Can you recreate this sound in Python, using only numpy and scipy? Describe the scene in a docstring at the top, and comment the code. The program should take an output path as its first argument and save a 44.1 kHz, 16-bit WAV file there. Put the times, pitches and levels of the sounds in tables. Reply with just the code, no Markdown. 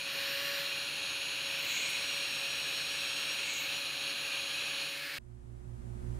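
"""Heat gun at a workbench

A heat gun is waved over a cable: air rushes through its barrel and the fan whines, surging at a steady beat.
How it is held (aim, closeness) sets how much of each part reaches the microphone. The sound then cuts abruptly
to the quiet workshop, with its hum, rumble and air, and the level then rises steadily."""
import sys
import numpy as np
from scipy import signal
from scipy.fft import rfft, irfft, next_fast_len
from scipy.io import wavfile
from scipy.ndimage import map_coordinates

SR = 44100
rng = np.random.default_rng(int(sys.argv[2]) if len(sys.argv) > 2 else 0)


def master_out(mix):
    """Clip the mix to full scale and print it as 16-bit PCM to the path in sys.argv[1]."""
    frames = np.transpose(np.atleast_2d(mix))
    ceiling = np.clip(frames, -1, 1)
    pcm = np.round(ceiling * 32767).astype(np.int16)
    wavfile.write(sys.argv[1], SR, pcm)


N = 272979
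CUT_S = 5.185  # the sound cuts abruptly from the running gun to the quiet room
# A lobe is the range of aims where a sound is beamed at the microphone: centre/deg, half-width/deg
MAIN_LOBE, JET_LOBE, FIZZ_LOBE, WHINE_LOBE = (-2.5, 28), (0, 65), (-28, 39), (-63, 16)

# The tone colour of each stream of air: f/Hz, level/dB
BARREL_AIR = [(330, -18), (950, -16.5), (1650, -10.5), (2080, -21), (2450, 0.5), (3200, -5.0), (3500, -9.5),
              (4200, -2.0), (5000, -20.5), (6700, -18.5), (7700, -31.5), (9500, -20), (12000, -32.5),
              (15500, -38)]  # blown through the barrel
INTAKE_AIR = [(600, -22), (1050, -22), (1750, -0.5), (2300, -9), (2650, -17), (3400, -15.5), (4300, -9),
              (5100, -11.5), (5900, -31), (15500, -38)]  # sucked in at the vents, heard when the housing is near
JET_AIR = [(900, -21.5), (1800, -29), (2200, 1), (2900, -10), (3600, -11.5), (4500, -33), (5800, -20.5),
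           (7500, -18.5), (10500, -52), (15500, -42)]  # the jet, heard when the nozzle swings past
EDGE_FIZZ = [(6000, -40), (10500, -19), (11800, -8), (12900, 0), (14200, -2), (15500, -9)]  # fine fizz from the nozzle's edge
def airflow(flutter_db=0.48, bass_hz=85):
    """Swirling air makes four kinds of rushing noise, each fluttering a little."""
    parts = [(BARREL_AIR, level_of("barrel")), (INTAKE_AIR, level_of("intake")),
             (JET_AIR, level_of("jet", JET_LOBE)), (EDGE_FIZZ, level_of("fizz", FIZZ_LOBE))]
    air = sum(rush(colour) * amp(level_db + flutter_db * wobble(25.07)) for colour, level_db in parts)
    # so small an opening gives off little bass
    return filtered(air, lambda hz: hz ** 2 / np.sqrt(hz ** 4 + bass_hz ** 4))


# The pitches at which air rings inside the barrel: f/Hz, width/Hz, level/dB
BARREL_RINGS = [(1250, 75, -48.5), (2552, 134, -31.5), (3024, 74, -39), (4240, 210, -34.5),
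                (6800, 480, -43.5)]
def barrel_ring():
    """The flow sets the air in the barrel ringing faintly, which makes the rush hollow."""
    def peaks(hz):
        return sum(amp(db) * (1j * hz * width / (centre ** 2 - hz ** 2 + 1j * hz * width)) ** 2
                   for centre, width, db in BARREL_RINGS)
    level_db = level_of("barrel")
    return filtered(rng.standard_normal(N), peaks) * amp(level_db - np.median(level_db))


# The fan's families of tones: multiple of the shaft speed, level/dB
FAN_HUM = [(1, -0.5), (2, -9.5), (3, -5)]
FAN_BLADES = [(5, -27), (6, -28.5), (7, -28), (8, -40), (9, -50), (18, -43.5), (20, -45.5)]
FAN_WHINE = [(10, -0.43)]
FAN_WHISTLE = [(12, 0)]
FAN_OVERTONES = [(13, -9.5), (14, -4.5), (15, 0.5)]  # these carry when the gun is overhead
FAN_SIZZLE = [(23, -11), (24, -4), (25, 2.5), (26, -10.5), (27, -16)]
MOTOR_BUZZ = [(9, 1), (13, -1), (21, -10), (22, -8), (23, -4), (24, -3), (26, -4)]  # escapes through the vents
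def fan(jitter_hz=0.42, shimmer_db=1.78, blur_rad=.018):
    """The spinning fan sings; swirling air makes each tone shimmer and blurs the high ones."""
    speed = shaft_speed() + jitter_hz * wobble(70)
    angle = 2 * np.pi * np.cumsum(speed) / SR
    families = [(FAN_HUM, level_of("hum")), (FAN_BLADES, level_of("barrel")),
                (FAN_WHINE, level_of("whine", WHINE_LOBE)), (FAN_WHISTLE, level_of("whistle")),
                (FAN_OVERTONES, level_of("overtones")), (FAN_SIZZLE, level_of("sizzle")),
                (MOTOR_BUZZ, level_of("buzz"))]
    tones = np.zeros(N)
    for family, level_db in families:
        for multiple, db in family:
            unsteady_angle = angle + blur_rad * wobble(250)
            tone = np.sqrt(2) * np.sin(multiple * unsteady_angle + rng.uniform(0, 2 * np.pi))
            tones += tone * amp(level_db + db + shimmer_db * wobble(30))
    return tones


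# The fan's slowly drifting speed, before surges are added: t/s, f/Hz
BASE_SPEED = [(0, 549.1), (.5, 556.5), (1.25, 551), (1.55, 550.4), (1.9, 556), (2.4, 552.7), (3.3, 552.4),
              (3.7, 555.2), (4.4, 552.7), (5.15, 558)]
def shaft_speed(surge_at_s=.3564, every_s=.4158, rise_s=.068, sag_s=.16, surge_hz=8.7):
    """Turns per second: at a steady beat the fan speeds up quickly, then sags slowly."""
    since = (np.arange(N) / SR - surge_at_s) % every_s
    surge = np.minimum(since / rise_s, 1) * np.exp(-np.maximum(since - rise_s, 0) / sag_s)
    return curves(BASE_SPEED)[0] + surge_hz * surge


# The nozzle's hiss when held low, facing the microphone and overhead: f/Hz, width/share of f, level/dB
HISS_LOW, HISS_FACING, HISS_OVERHEAD = (10350, 0.089, -44), (6600, 0.16, -37), (9600, .13, -45)
HISS_LOBE, RIM_LOBE = (-10, 36), (-40, 17)  # in the second, the nozzle's rim shades the hiss
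def nozzle_hiss(close_db=-2.5, aside_db=-2, rim_db=-11.5, near_shift_hz=-700, edge_steepness=3):
    """A band of hiss that drops and widens as the nozzle sweeps past."""
    hz, t, noise = signal.stft(rng.standard_normal(N), SR, nperseg=512)
    holding = (*poses(), facing(HISS_LOBE), facing(RIM_LOBE))
    overhead, close, aside, aimed, rim = [np.interp(t, np.arange(N) / SR, c) for c in holding]
    turned_away = np.outer(HISS_LOW, 1 - overhead) + np.outer(HISS_OVERHEAD, overhead)
    centre_hz, width, db = turned_away * (1 - aimed) + np.outer(HISS_FACING, aimed)
    centre_hz += near_shift_hz * (close + aside)  # a nearby housing pulls the band down
    widths_away = np.abs(np.log((hz[:, None] + 1) / centre_hz) / width)
    band = np.exp(-.5 * widths_away ** edge_steepness)
    gain = amp(db + rim_db * rim + close_db * close + aside_db * aside)
    return signal.istft(noise * band * gain, SR, nperseg=512)[1][:N]


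# The whole gun grows louder and softer in the hand: t/s, level/dB
HAND_LEVEL = [(0, -2.5), (.15, -.5), (1.3, -.5), (1.62, .5), (2.05, 1.04), (2.3, 0), (3.3, 0.45),
              (3.55, -1), (3.75, 0.7), (3.87, -1.2), (4, 0), (4.8, 0.14)]
# Each part held low, and what poses add: level/dB, overhead/dB, close/dB, aside/dB, in its lobe/dB
PART_LEVELS = { "barrel": (-24.5, 0.1, 0, -9, 0), "intake": (-37, 1, 12.5, 8, -2),
               "jet": (-38, 0, -1, 4, 13.5), "fizz": (-56, -2, 5, 4, 13), "hum": (-57.5, 0, 11, 0, -3),
               "whine": (-58.5, 8, 8, -9, 4.5), "overtones": (-75, 13.5, 6, 4, -5),
               "whistle": (-54, .5, -8, -13, 9), "sizzle": (-70, 4.5, 15.5, 5, -2),
               "buzz": (-81, 1, 22, 5, -1), }
def level_of(part, lobe=MAIN_LOBE):
    """A part's level in dB follows the way the gun is held."""
    low_db, overhead_db, close_db, aside_db, facing_db = PART_LEVELS[part]
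    overhead, close, aside = poses()
    pose_db = overhead_db * overhead + close_db * close + aside_db * aside
    return curves(HAND_LEVEL)[0] + low_db + pose_db + facing_db * facing(lobe)


# The swing from low (-90) past the microphone (0) to overhead (90) and back: t/s, aim/deg
SWING = [(1.42, -91), (1.59, -60), (1.67, -30.5), (1.78, -3), (1.96, 36), (2.17, 88), (3.25, 91), (3.4, 38),
         (3.55, -4), (3.62, -30), (3.7, -58), (3.9, -78), (4.2, -86), (4.5, -78)]
def facing(lobe):
    """How squarely a lobe points at the microphone, 0-1."""
    centre, half_width = lobe
    return np.exp(-((curves(SWING)[0] - centre) / half_width) ** 2)


# The housing comes up to the microphone, then passes by again: t/s, closeness (0-1)
CLOSENESS = [(0, 0.2), (.2, 0.76), (.45, 0.95), (.6, 0.9), (.7, 0.38), (1, 0), (1.35, 0), (1.55, 0.24),
             (1.72, 0.08)]
def poses(overhead_from_deg=62, aside_at_s=4.87, aside_takes_s=0.19):
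    """How far the gun is overhead, close, and drawn aside (vents to the microphone), each 0-1."""
    overhead = np.clip(curves(SWING)[0] / overhead_from_deg, 0, 1)
    aside = np.clip((np.arange(N) / SR - aside_at_s) / aside_takes_s, 0, 1)
    return overhead, curves(CLOSENESS)[0], aside


def with_bench_echo(air, echo_db=-17):
    """Adds a weak echo off the bench; its path drifts with the hand, gently colouring the rush."""
    delay_s = .0023 + .00015 * wobble(1.5)
    echo = map_coordinates(air, [np.arange(N) - delay_s * SR])
    return air + amp(echo_db) * echo


# Light scuffs as the gun is swung round: t/s, half-length/s, level/dB
SCUFFS = [(1.905, 0.016, -41.5), (3.539, .0008, -32.5)]
# Their tone colour: f/Hz, level/dB
SCUFF_COLOUR = [(3000, -30), (7000, -8), (10000, 3), (12500, -4), (15000, -14)]
def scuffs():
    """Handling the gun makes short, bright bursts of noise."""
    t = np.arange(N) / SR
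    bursts = sum(amp(db) * np.exp(-((t - at_s) / half_s) ** 2) for at_s, half_s, db in SCUFFS)
    return rush(SCUFF_COLOUR) * bursts


# Faint low tones under the rush: f/Hz, level/dB
DRONE_TONES = [(75, -74), (143.6, -69), (150, -68.5), (279, -71), (287.4, -67), (300, -69)]
def drone():
    """Steady tones, so close in pitch that they throb against each other."""
    t = np.arange(N) / SR
    return sum(amp(db) * np.sqrt(2) * np.sin(2 * np.pi * hz * t + rng.uniform(0, 2 * np.pi))
               for hz, db in DRONE_TONES)


# Hum from a running motor and the mains: f/Hz, left level/dB, right level/dB
ROOM_HUM = [(58.6, -57.5, -43.5), (114.7, -59, -49), (119.8, -71, -44.5), (173, -74.5, -72),
            (228, -72, -67), (240, -74, -62.5), (360, -89, -56)]
# The tone colours of the room's rumble and air: f/Hz, level/dB
ROOM_RUMBLE = [(12, -28), (24, -5), (35, -4), (48, -11), (75, -17), (95, -15), (140, -19.5), (230, -21),
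               (330, -31), (600, -50), (2000, -77)]
ROOM_AIR = [(30, -3), (100, -6), (230, -3.5), (400, -8.5), (700, -13), (1500, -21.5), (3000, -32),
            (5000, -35.5), (8500, -32), (11000, -36.5), (15000, -53)]
# How alike that air sounds left and right: f/Hz, likeness (1 same, -1 opposite)
AIR_LIKENESS = [(60, .3), (130, -0.1), (290, -0.77), (1400, -0.59), (3100, 0.13), (15000, -0.039)]
def workshop(air_db=-33, rumble_db=(-25, -16), waver_db=1, throb_s=5.71, start_db=-9, swell_db_per_s=14):
    """Motor and mains tones throb over rumble and airy noise; all swell after the cut."""
    t = np.arange(N) / SR
    from_throb = t - throb_s  # the tones line up here, and throb about five times a second
    hum = np.zeros((2, N))
    for hz, left_db, right_db in ROOM_HUM:
        tone = np.sqrt(2) * np.sin(2 * np.pi * hz * from_throb)
        hum += amp([[left_db], [right_db]]) * tone * amp(waver_db * wobble(7))
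    rumble = np.outer(amp(rumble_db), rush(ROOM_RUMBLE))  # left, right
    spread = lambda hz: np.arccos(np.clip(along(AIR_LIKENESS, hz), -1, 1)) / 2
    shared = filtered(rush(ROOM_AIR), lambda hz: np.cos(spread(hz)))
    opposed = filtered(rush(ROOM_AIR), lambda hz: np.sin(spread(hz)))
    air = amp(air_db) * np.array([shared + opposed, shared - opposed])
    since_cut = np.maximum(t - CUT_S, 0)
    return (hum + rumble + air) * amp(start_db + swell_db_per_s * since_cut)


def amp(db):
    """Turns decibels into a number to multiply by."""
    return 10 ** (np.asarray(db) / 20)


def along(points, hz):
    """Reads between rows of (f/Hz, value), spaced like musical pitch."""
    row_hz, values = np.transpose(points)
    return np.interp(np.log(hz + 1), np.log(row_hz + 1), values)


def curves(rows):
    """Each column after the time, read at every sample."""
    times, *columns = np.transpose(rows)
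    return [np.interp(np.arange(N) / SR, times, column) for column in columns]


def wobble(rate):
    """A smooth curve through `rate` random values a second."""
    return map_coordinates(rng.standard_normal(int(N * rate / SR) + 4), [np.arange(N) * rate / SR])


def filtered(sound, response):
    """Turns each frequency of a sound up or down by response(hz)."""
    size = next_fast_len(N + SR // 2)
    return irfft(rfft(sound, size) * response(np.fft.rfftfreq(size, 1 / SR)), size)[..., :N]


def rush(colour):
    """Rushing noise with the given tone colour."""
    return filtered(rng.standard_normal(N), lambda hz: amp(along(colour, hz)))


def scene(cut_takes_s=0.0019):
    """The sound cuts from the running gun, dead centre, to the wide, quiet room."""
    before_cut = np.clip((CUT_S - np.arange(N) / SR) / cut_takes_s + .5, 0, 1)
    gun = with_bench_echo(airflow() + barrel_ring()) + nozzle_hiss() + fan() + drone() + scuffs()
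    return before_cut * gun + (1 - before_cut) * workshop()


def record(dry, top_hz=15720):
    """Removes the very highest treble."""
    return filtered(dry, lambda hz: hz < top_hz)


dry = scene()
out = record(dry)
master_out(out)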